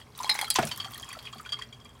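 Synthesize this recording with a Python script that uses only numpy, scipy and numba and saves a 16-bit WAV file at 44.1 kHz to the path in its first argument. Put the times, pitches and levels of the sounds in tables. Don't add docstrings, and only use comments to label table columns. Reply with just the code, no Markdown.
import sys
import numpy as np
from scipy import signal
from scipy.fft import rfft, irfft
from scipy.io import wavfile
from scipy.ndimage import uniform_filter1d
from numba import njit

SR = 44100
rng = np.random.default_rng(int(sys.argv[2]) if len(sys.argv) > 2 else 0)


def voltage_ratio(level):
    return 10 ** (np.asarray(level, float) / 20)


def transcribe(u):
    v = np.clip(np.atleast_2d(u).T, -1, 1)
    q = np.round(v * 32767).astype(np.int16)
    wavfile.write(sys.argv[1], SR, q)


N = 88200

# [f/Hz, level/dB per Hz]
KITCHEN_AIR = [(25, -15), (60, 10.5), (300, -4), (900, -6), (3000, -20.5), (16000, -83)]
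# [f/Hz, width/Hz, level/dB]
FRIDGE_HUM = [(119, 10, -58), (235.7, 16, -63.5), (419.7, 7.3, -67.5)]
# [t/s, level/dB]
FLOW = [(0, -48), (0.044, -59.5), (.14, -57), (0.202, -45), (.44, -37.5), (.49, -57), (.62, -37.5),
        (.75, -46), (1.0, -48.5), (1.3, -52), (1.6, -56), (1.7, -59.5), (2, -59.5)]
# [f/Hz, level/dB per Hz]
FIZZ = [(300, -57), (600, -18), (1100, -6.5), (3500, -4.5), (9000, -4), (16000, -11.5)]
# [t/s, level/dB, centre f/Hz, t60/s]
PLUNGES = [
    (0.554, -27, 2800, 0.1),
    (.558, -19.5, 2770, 0.068),
    (0.586, -21.5, 1260, 0.073),
    (.6, -34.5, 450, 0.27),
    (.628, -28, 1700, 0.056),
    (0.671, -29.5, 5500, 0.045),
]
# [t/s, level/dB]
BOOMS = [
    (.588, -24.5),
    (0.597, -30),
    (0.639, -28.5),
    (1.36, -40),
]
# [f/Hz, level/dB, t60/s]
TUB_MODES = [(144, 0, 0.14), (222.7, -1, 0.082)]
# [t/s, level/dB, f/Hz, t60/s]
GULPS = [(.586, -4, 774, 0.021), (.587, -11, 1047, 0.019), (.587, -11, 365, 0.025), (.59, -15, 1396, 0.033),
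         (.595, -11.5, 691, 0.035), (.631, -13.5, 644, 0.027), (.598, -14, 205, 0.0226),
         (1.168, -29, 690, 0.024), (1.174, -31.5, 610, 0.02), (1.358, -30.5, 754, 0.018),
         (1.362, -41.5, 400, .02), (1.01, -36.5, 700, 0.022)]
# [t/s, peak level/dB, f/Hz]
TICKS = [(0.151, -45.5, 3860), (.159, -49, 5800), (0.177, -38, 9400), (.179, -34, 14900), (.19, -35, 3620),
         (.19, -37, 12800), (.207, -38, 7400), (.212, -39, 7400), (.225, -39, 10000), (.232, -32, 5960),
         (.236, -33, 4150), (.258, -46, 7400), (0.276, -40, 8000), (.327, -38, 13000), (.343, -28, 10000),
         (0.35, -34, 10000), (.397, -40, 12800), (.452, -39, 11600), (0.472, -46, 7500), (.482, -36, 10000),
         (0.542, -27.5, 11500), (0.55, -32, 6900), (0.559, -21, 6200), (0.59, -26, 8350),
         (0.626, -35, 6140), (.652, -26, 9360), (0.689, -32, 9700), (.761, -37, 9900), (.776, -29, 11900),
         (.909, -40.5, 10900), (.92, -37, 13500), (.936, -41, 4400), (.945, -35.5, 9300),
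         (0.978, -34.5, 11500), (0.981, -42, 4020), (.998, -37, 6560), (1.022, -40, 8800),
         (1.045, -41, 7360), (1.09, -36.5, 6900), (1.092, -43, 12500), (1.129, -35.5, 9700),
         (1.173, -54, 11000), (1.19, -40.5, 3980), (1.19, -47, 13900), (1.228, -48, 12000),
         (1.268, -64, 12000), (1.347, -48, 12100), (1.382, -51, 11900), (1.41, -45, 13300),
         (1.413, -43.5, 9700), (1.613, -59, 9500), (1.731, -51, 6800), (1.729, -48.5, 2260),
         (1.746, -55, 6000), (1.767, -71.5, 6500), (1.802, -52, 5100), (1.848, -49, 7300),
         (1.893, -54.5, 7600), (1.95, -59, 7500), (1.992, -59, 8000)]
# [t/s, peak level/dB, f/Hz]
BUBBLES = [(.203, -26.5, 1014), (0.221, -48, 1420), (.265, -31.5, 1052), (0.278, -44, 1082),
           (.35, -28, 2120), (.428, -27.5, 819), (0.48, -35, 1336), (.559, -21.5, 1030),
           (0.693, -34.5, 2520), (.714, -36, 987), (0.802, -35, 1154), (0.847, -35.5, 1155),
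           (.858, -37.5, 790), (0.956, -38, 1870), (1.053, -44.5, 1100), (1.092, -39.5, 1127),
           (1.105, -33, 2530), (1.115, -40, 1117), (1.129, -33.5, 2020), (1.152, -37.5, 1327),
           (1.272, -30.5, 2540), (1.333, -38.5, 1153), (1.398, -35, 1266), (1.451, -37.5, 2470),
           (1.462, -35.5, 1490), (1.532, -34.5, 1205), (1.572, -41, 2170), (1.591, -34.5, 1096),
           (1.616, -32, 1928), (1.856, -44, 2430), (1.952, -50.5, 1080)]
# [t/s, peak level/dB, upper rings against main ring/dB]
TAPS = [(0.0164, -44, -39), (0.256, -33.5, -7), (0.413, -28.5, -10), (0.4691, -36, -8), (.478, -35, -10),
        (0.5077, -27.5, -1), (0.7152, -24.5, 0), (0.773, -38, -11), (0.801, -35, 2.5), (.805, -30.5, -4.5),
        (0.8458, -31, -0.5), (0.946, -39.5, -9), (1.029, -33.5, -8), (1.0936, -50.5, 12.5),
        (1.116, -38, -22), (1.131, -50, 12.5), (1.19, -46, 5), (1.226, -45.5, -1), (1.2542, -36.5, -0.5),
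        (1.262, -35, -24), (1.3297, -39, 0.5), (1.3833, -48.5, 8.5), (1.4603, -44, 4.5), (1.492, -38, 0),
        (1.522, -24.5, -3.5), (1.5321, -27, -6), (1.5897, -40, 4.5), (1.621, -35, 0.5), (1.727, -38, -9),
        (1.813, -50.5, -8), (1.8557, -55, -31), (1.891, -50, -22), (1.954, -54.5, -18)]
# [f/Hz, level/dB, t60/s]
BODY_MODES = [(3258, 0, .032), (3270, -16, .09), (3170, -9, .035), (3370, -13, .03)]
# [f/Hz, level/dB, t60/s]
UPPER_MODES = [(4710, 1.5, 0.065), (4570, -6.5, 0.078), (5260, -12, 0.077), (7080, -7, 0.04),
               (9690, -8, 0.029), (8040, -14, .03)]
# [t/s, peak level/dB, then low, middle and high parts against it/dB]
CLACKS = [(0.2445, -30.5, -2.5, -4.5, -8), (0.2941, -14.5, -18, -2.5, -17.5), (.2975, -13, -31.5, -8, -13),
          (.3117, -25.5, -15.5, -6, -22), (.3155, -19, -23, -19, -31), (0.353, -34.5, 0, -3, -4),
          (0.39, -39, 2.5, 17, 6), (.4133, -29, -7, 5, 5), (0.4442, -28.5, -42, -5, -11.5),
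          (0.5026, -23.5, -27.5, -24, 8), (.5075, -23.5, -23.5, -28, 1)]
# [f/Hz, level/dB, t60/s]
CUP_LOW_MODES = [(845.3, 0.38, 0.081), (934, 1.5, 0.02)]
# [f/Hz, level/dB, t60/s]
CUP_MID_MODES = [(2095, 3, 0.019), (2185, 5.4, 0.014)]
# [f/Hz, level/dB, t60/s]
SHOULDER_MODES = [(4138, 5, 0.047), (3890, -8, 0.14), (5020, -14.5, 0.089), (5190, -10, .07)]
# [f/Hz, level/dB, t60/s]
NECK_MODES = [(10000, 7.5, 0.019), (4890, 1, 0.052), (4500, -8, 0.12), (9110, 8, 0.016), (8750, -37, 0.035),
              (8130, -8.5, 0.074), (11400, -38, 0.026)]


def level(x, db):
    return x * voltage_ratio(db) / np.sqrt(np.mean(x ** 2))


def shape(points, hz):
    p = np.array(points)
    return np.interp(np.log(np.maximum(hz, 1)), np.log(p[:, 0]), p[:, 1])


def colour(x, points):
    hz = np.arange(len(x) // 2 + 1) * SR / len(x)
    return irfft(rfft(x) * voltage_ratio(shape(points, hz)), len(x))


def band(x, hz, width):
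    b, a = signal.iirpeak(hz, hz / width, SR)
    return signal.lfilter(b, a, x)


def flicker(count, size):
    steps = np.repeat(rng.standard_normal(count // size + 1), size)
    return uniform_filter1d(steps, size // 2)[:count]


@njit
def grains(n, start, hz, t60, size, glide, rise):
    out = np.zeros(n)
    for k in range(len(start)):
        fall = np.exp(-np.log(1000) / (t60[k] * SR))
        turn = 2 * np.pi * hz[k] / SR
        phase, height, unrisen = 0., size[k], 1.
        for i in range(int(start[k] * SR), min(n, int((start[k] + t60[k]) * SR))):
            phase += turn
            turn = min(turn * (1 + glide[k] / SR), 2.8)
            height *= fall
            unrisen *= np.exp(-1 / (rise * SR))
            out[i] += height * (1 - unrisen) * np.sin(phase)
    return out


def strike(s, db, modes, scatter_db, detune, rise_s, tune, bounce_db=-10.5):
    bounce_s = 0.0099
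    hz, mode_db, t60 = np.array(modes, float).T
    chance = rng.standard_normal((len(s), 2, len(hz), 3))
    again = np.arange(2)[:, None]

    def full(v):
        return np.ascontiguousarray(np.broadcast_to(v, chance.shape[:3])).ravel() * 1.

    start = s[:, None, None] + again * bounce_s * voltage_ratio(2.4 * chance[:, :, :1, 2])
    pitch = tune[:, None, None] * hz * (1 + detune * chance[..., 0])
    loud = db[:, None, None] + again * bounce_db + mode_db + min(scatter_db, 4) * chance[..., 1]
    return grains(N, full(start), full(pitch), full(t60), full(voltage_ratio(loud)), full(0.), max(rise_s, 1e-5))


def bursts(s, db, hz, width, t60):
    grain_db = 1
    out = np.zeros(N + SR)
    t = np.arange(4410) / SR
    for start_s, puff_db, centre, fall_s in np.broadcast(s, db, hz, t60):
        noise = rng.standard_normal(len(t))
        puff = level(band(band(noise, centre, width * centre), centre, width * centre), puff_db)
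        first = int(start_s * SR)
        out[first:first + len(t)] += puff * voltage_ratio(-60 * t / fall_s + grain_db * flicker(len(t), size=70))
    return out[:N]


def kitchen():
    hum = sum(level(band(rng.standard_normal(N), hz, width), db) for hz, width, db in FRIDGE_HUM)
    return level(colour(rng.standard_normal(N), KITCHEN_AIR), -57) + hum


def stream():
    when, place, luck, length = rng.random((3000, 4)).T.copy()
    hz = 600 * 25 ** place
    db = shape(FIZZ, hz) + 10 * np.log10(hz) - 2.68 * np.log(luck + 0.003)
    fizz = grains(N, when * N / SR, hz, (6 + 30 * length ** 2) / hz, voltage_ratio(db), hz / 150, 0.00064)
    spray = colour(rng.standard_normal(N), FIZZ)
    patter = rng.standard_normal(N) * voltage_ratio(9.1 * flicker(N, size=600))
    rings = [(3272, 2), (4645, -2.5), (1092.0, 6), (835, -12.5)]  # f/Hz, level/dB
    sing = sum(voltage_ratio(ring_db) * band(patter, ring_hz, 36.0) for ring_hz, ring_db in rings)
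    flow_s, flow_db = np.array(FLOW).T
    flow = voltage_ratio(np.interp(np.arange(N) / SR, flow_s, flow_db))
    return flow * (level(fizz, -4.5) + level(spray, -10.0) + level(sing, -6.5))


def plunges():
    s, db, hz, t60 = np.array(PLUNGES).T
    boom_s, boom_db = np.array(BOOMS).T
    slosh_db, slosh_t60_s = -47.5, 2.2
    t = np.arange(N) / SR - boom_s[0]
    slosh = level(band(rng.standard_normal(N), 103, 36.0), slosh_db)
    slosh = slosh * voltage_ratio(-60 * t / slosh_t60_s) * (t > 0)
    gulp_s, gulp_db, gulp_hz, gulp_t60 = np.array(GULPS).T.copy()
    gulp = grains(N, gulp_s, gulp_hz, gulp_t60, voltage_ratio(gulp_db), 3.2 + 0 * gulp_s, 0.0026)
    splash = bursts(s, db, hz, 1.42, t60)
    boom = strike(boom_s, boom_db, TUB_MODES, 3.5, 0.02, 0.0084, 1 + 0 * boom_s)
    return gulp + splash + boom + slosh


def ticks():
    s, db, hz = np.array(TICKS, float).T.copy()
    click = grains(N, s, hz, 45 / hz, voltage_ratio(db + 7), 10. 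+ 0 * s, 0.00018)
    crack = bursts(s, db - 5, hz, 1.0, 0.018)
    hiss = bursts(s, db - 17.5, hz, 1.5, 0.11)
    return click + crack + hiss


def bubbles():
    s, db, hz = np.array(BUBBLES, float).T.copy()
    cycles = 53
    pop = grains(N, s - .001, hz * .98, cycles / hz, voltage_ratio(db + 3.0), 1.6 + 0 * s, 0.0012)
    return pop + bursts(s, db - 12, hz, 0.47, 0.088)


def taps():
    s, db, up = np.array(TAPS).T
    s = s - .001
    wobble_db, splash_s = 3, .71

    def waver(x):
        return x * voltage_ratio(wobble_db * flicker(N, size=250))

    def load(sag, drain_s):
        return 1 - sag * np.exp(-np.abs(s - splash_s) / drain_s)

    main = waver(strike(s, db + 8, BODY_MODES, 1.1, 0.0072, 0.0033, load(.045, 0.098), bounce_db=-16))
    upper = waver(strike(s, db + up - 5, UPPER_MODES, 3.7, 0.0051, 0.0035, load(0.0407, 0.51)))
    return main + upper + bursts(s, db + up - 8.5, 2360, 2.05, 0.067)


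def clacks():
    s, db, low, mid, high = np.array(CLACKS).T

    def hit(hit_db, modes, scatter_db, detune, rise_s):
        return strike(s, hit_db, modes, scatter_db, detune, rise_s, 1 + 0 * s, bounce_db=-14)

    shoulder = hit(db - 7, SHOULDER_MODES, 2.8, 0.0031, 0.0001)
    cup = hit(db + low + 1.5, CUP_LOW_MODES, 0.46, 0.011, 0.00022)
    cup = cup + hit(db + mid - 2, CUP_MID_MODES, 5.0, 0.027, 0.00089)
    neck = hit(db + high - 8, NECK_MODES, 2.8, 0.011, 0.00028)
    crack = bursts(s, db + high, 6800, 1.75, 0.016) + bursts(s, db + mid - 6.5, 2170, 1.8, 0.03)
    return shoulder + cup + neck + crack


def scene():
    near = taps() + clacks() + bubbles() + ticks() + plunges() + stream()
    room_t60_s, room_db = 0.12, -13.5
    t = np.arange(int(.3 * SR)) / SR
    tail = band(rng.standard_normal(len(t)), 1900, 5700) * voltage_ratio(-60 * t / room_t60_s) * (t > .003)
    wet = signal.fftconvolve(near, tail / np.sqrt(np.sum(tail ** 2)))[:N]
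    return (near + voltage_ratio(room_db) * wet + kitchen())[None]


def top_cut(x):
    return signal.sosfilt(signal.butter(12, 17090, fs=SR, output="sos"), x)


def record(dry):
    top_hz = 15900
    low_pass = signal.ellip(5, 1, 22, top_hz, fs=SR, output="sos")
    mix = signal.sosfilt(low_pass, dry)
    return top_cut(mix)


dry = scene()
out = record(dry)
transcribe(out)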